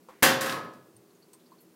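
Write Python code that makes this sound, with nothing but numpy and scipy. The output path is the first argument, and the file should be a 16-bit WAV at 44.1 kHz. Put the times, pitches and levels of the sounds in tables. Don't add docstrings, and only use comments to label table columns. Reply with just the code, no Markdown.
import sys
import numpy as np
from scipy import signal
from scipy.fft import rfft, irfft
from scipy.io import wavfile

SR = 44100
rng = np.random.default_rng(int(sys.argv[2]) if len(sys.argv) > 2 else 0)


def unload_wav(signal):
    wavfile.write(
        sys.argv[1],
        SR,
        np.round(np.clip(np.atleast_2d(signal).T, -1, 1) * 32767).astype(np.int16),
    )


N = 77175
T = np.arange(N) / SR
CUTOFF_HZ = 15800
LN_1000 = np.log(1000)


def from_db(db):
    return 10 ** (np.asarray(db) / 20)


def unit_rms(x):
    return x / np.sqrt(np.mean(x ** 2) + 1e-20)


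def at_hz(points, hz, column=1):
    table = np.array(points)
    return np.interp(np.log(hz), np.log(table[:, 0]), table[:, column])


def noise(gain_at):
    hz = np.maximum(np.fft.rfftfreq(N, 1 / SR), 1)
    return unit_rms(irfft(rfft(rng.standard_normal(N)) * gain_at(hz), N))


def decay(start, rise, t60):
    age = np.maximum(T - start, 0)
    return (1 - np.exp(-age / max(rise, 1e-4))) * np.exp(-LN_1000 * age / t60)


def ring(clicks, hz, t60):
    radius = np.exp(-LN_1000 / (t60 * SR))
    angle = 2 * np.pi * hz / SR
    return signal.lfilter([0, np.sin(angle)], [1, -2 * radius * np.cos(angle), radius ** 2], clicks + 1e-18)


# f/Hz, relative level/dB
ROOM_SPECTRUM = [(18, -80.5), (30, -51.5), (173, -6), (249, -5), (284, -14), (315, -1), (561, -11.5),
                 (874, -19), (1020, -17), (1820, -24.5), (3880, -27.5), (4310, -26), (5040, -27.5),
                 (8950, -28), (15500, -28.5)]
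# f/Hz, level/dB before the trim
HUM_TONES = [(177.6, -74), (247.6, -74.5), (323.0, -71), (409.1, -73)]

def room_tone(noise_db=-61, hum_trim_db=.5, waver_depth=.4):
    out = from_db(noise_db) * noise(lambda f: from_db(at_hz(ROOM_SPECTRUM, f)))
    for hz, db in HUM_TONES:
        waver = 1 + waver_depth * noise(lambda f: 1 / (1 + (f / 8) ** 2))
        tone = np.sqrt(2) * np.sin(2 * np.pi * (hz * T + rng.random()))
        out += from_db(db + hum_trim_db) * waver * tone
    return out


# t/s, level/dB, f/Hz, width/Hz, rise/s, t60/s, relative crack level/dB
HANDLING_TICKS = [(0.085, -50, 1030, 550, 0.00074, 0.24, -9), (0.086, -52, 526, 96, 0.0011, .1, -24),
                  (0.09, -62, 1898, 1100, 0.011, 1, -7), (0.965, -52, 9100, 620, .0005, 0.041, -7),
                  (0.944, -53, 116, 12, .02, .3, -27.5), (1.102, -65, 4180, 560, .004, .08, -15),
                  (1.15, -62, 6600, 500, .003, .06, -15), (1.222, -52.5, 4450, 320, 0.0055, 0.062, -11.5),
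                  (1.332, -52.5, 8670, 1150, .0005, .09, 0), (1.333, -60.5, 1003, 110, .002, 0.13, -11),
                  (1.39, -63.5, 3570, 1500, .01, 0.15, -5), (1.455, -58, 4600, 1100, .01, 0.096, -12),
                  (1.518, -52, 1048, 120, 0.00083, 0.12, -27), (1.515, -66, 4300, 500, .003, .08, -12),
                  (1.583, -58, 4310, 460, .005, 0.067, -12), (1.603, -54, 12600, 4500, 0.0061, 0.12, -10)]

def handling_ticks():
    out = 0
    for start, db, centre, width, rise, t60, crack_db in HANDLING_TICKS:
        body = noise(lambda f: 1 / (1 + (2 * (f - centre) / width) ** 2))
        crack = noise(lambda f: f / centre / (1 + (f / centre) ** 2))
        out += from_db(db) * decay(start, rise, t60) * (body + from_db(crack_db) * crack)
    return out


# t/s, level/dB, extra bass/dB, extra treble/dB,
# extra basin ring/dB, extra object ring/dB, crack level/dB, crack f/Hz
SINK_BLOWS = [(0.2243, -2, 2, -3, -22.5, -18, -28, 2020), (0.229, -1.5, -3.5, 2.5, 3, -9, -17, 12480),
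              (0.409, -15.5, -5, 2.5, -3, -2, -33.5, 5900), (0.431, -18, 1, -10, 3, 3, -47, 4970),
              (0.460, -16, 4.5, -3, -7.5, -2, -39, 4000), (0.4953, -16, -1.5, -5.5, -11.5, -5, -29.5, 3500),
              (0.523, -19, 4.5, -7.5, -13, 2, -34.5, 3500), (0.567, -22, 4, -31, -9, 7.5, -44, 1200),
              (0.600, -31, 8, -32, -13, 9, -51, 1200), (0.645, -33.5, 10.5, -28, -2.5, 10, -60, 12000),
              (0.735, -49, 7, 1, 0, 12, -60.5, 5000)]

def blow_clicks(strengths):
    clicks = np.zeros(N)
    starts = np.array(SINK_BLOWS)[:, 0]
    np.add.at(clicks, (starts * SR).astype(int), strengths)
    return clicks


def blow_gains(hz, bass_hz=250, middle_hz=1300, treble_hz=6054):
    return from_db([db + at_hz([(bass_hz, bass), (middle_hz, 0), (treble_hz, treble)], hz)
                    for _, db, bass, treble, *_ in SINK_BLOWS])


def contact_cracks(t60=.05):
    out = 0
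    for start, *_, db, centre in SINK_BLOWS:
        snap = noise(lambda f: 1 / (1 + (f / centre - centre / f) ** 2))
        out += from_db(db) * decay(start, 0, t60) * snap
    return out


def basin_thump(db=-44.5, hz=40, length_s=.055):
    age = T - SINK_BLOWS[0][0]
    progress = np.clip(age / length_s, 0, 1)
    swell = np.sin(np.pi * np.sqrt(progress)) ** 2
    return from_db(db) * swell * np.sin(2 * np.pi * hz * age)


# f/Hz, relative level/dB per Hz, t60/s
DENSE_RING = [(45, -25, .2), (78, -20, .5), (117.7, -3.5, 0.99), (170, 0.5, 0.63), (240, 1.5, 0.61),
              (458, -0.5, 0.77), (800, -3.5, 0.63), (1200, -1, 0.61), (1800, 0.5, .45), (2400, -3.5, .46),
              (4500, -7.5, 0.47), (8000, -9, 0.3), (12530, -9, .28), (16000, -15, .25)]

def wash(bands=30, level_db=-53.5, build_s=.0015):
    edges = np.geomspace(35, 17000, bands + 1)
    build_pole = np.exp(-1 / (build_s * SR))
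    out = 0
    for low, high in zip(edges, edges[1:]):
        hz = np.sqrt(low * high)
        decay_pole = np.exp(-2 * LN_1000 / (at_hz(DENSE_RING, hz, column=2) * SR))
        energy = blow_clicks(blow_gains(hz) ** 2) + 1e-18
        power = signal.lfilter([1 - build_pole], np.poly([decay_pole, build_pole]), energy)
        band = noise(lambda f: (f >= low) & (f < high))
        out += band * np.sqrt(power * (high - low)) * from_db(level_db + at_hz(DENSE_RING, hz))
    return out


def panel_modes(count=340, level_db=-56, spread_db=1.5):
    edges = np.linspace(np.sqrt(600), np.sqrt(CUTOFF_HZ), count + 1) ** 2
    widths = np.diff(edges)
    pitches = edges[:-1] + widths * rng.random(count)
    scatter = unit_rms(from_db(spread_db * rng.uniform(-2.4, 2, count)))
    sizes = scatter * np.sqrt(2 * widths)
    couplings = rng.standard_normal((len(SINK_BLOWS), count))
    out = 0
    for hz, size, coupling in zip(pitches, sizes, couplings.T):
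        gain = size * from_db(level_db + at_hz(DENSE_RING, hz))
        clicks = blow_clicks(blow_gains(hz) * coupling)
        out += gain * ring(clicks, hz, t60=at_hz(DENSE_RING, hz, column=2))
    return out


def clear_modes(modes, drive_db, build_s=.0057, rest_s=.53, damping_db_per_s=35.5):
    out = 0
    for hz, db, t60 in modes:
        clicks = blow_clicks(blow_gains(hz) * from_db(db + drive_db))
        out += ring(clicks, hz, t60) - ring(clicks, hz, build_s * LN_1000)
    return out * from_db(-damping_db_per_s * np.maximum(T - rest_s, 0))


# f/Hz, level/dB relative to the drive, t60/s before damping
BASIN_MODES = [(228.5, -30.5, .7), (254.2, -31, 1), (297.7, -29, .5), (410, -32, .5), (480.3, -31.5, 0.57),
               (534.4, -23, 1), (737, -32, 0.94), (783, -31, .55), (881, -30, .55), (1040, -28.5, .5),
               (1105, -29, 0.72), (1376, -32.5, 0.502), (1523, -23.5, .38), (1546, -28, 0.44),
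               (1605, -29, 0.33), (1628, -25, .45), (1734, -27, .45), (1860, -25.5, .45), (1896, -29.5, .4),
               (1992, -30, 0.4), (2630, -34.5, .45), (2776, -30, .45), (3017, -32, .4), (3193, -30, .35),
               (3468, -35, 0.73), (4936, -34, .4), (7360, -43.5, 0.4), (12150, -33.5, .28)]

def basin_ring():
    return clear_modes(BASIN_MODES, drive_db=np.array(SINK_BLOWS)[:, 4])


# f/Hz, level/dB relative to the drive, t60/s before damping
OBJECT_MODES = [(1023, -27, .5), (1084, -24, .5), (1094, -24, .5), (1270, -24.5, .6), (1490, -33, 0.45),
                (1683, -34, 1.1), (1752, -28.5, .55), (1850, -30, 0.54), (1942.5, -25.5, .4),
                (2552.5, -27, 0.35), (3900, -34, 0.34), (4810, -30, .3)]

def object_ring():
    return clear_modes(OBJECT_MODES, drive_db=np.array(SINK_BLOWS)[:, 5])


def scene():
    mono = room_tone() + wash() + panel_modes() + basin_ring() + object_ring()
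    mono += contact_cracks() + basin_thump() + handling_ticks()
    return np.array([mono, mono])


def record(dry):
    return signal.sosfilt(signal.ellip(10, .2, 70, CUTOFF_HZ, fs=SR, output="sos"), dry)


dry = scene()
out = record(dry)
unload_wav(out)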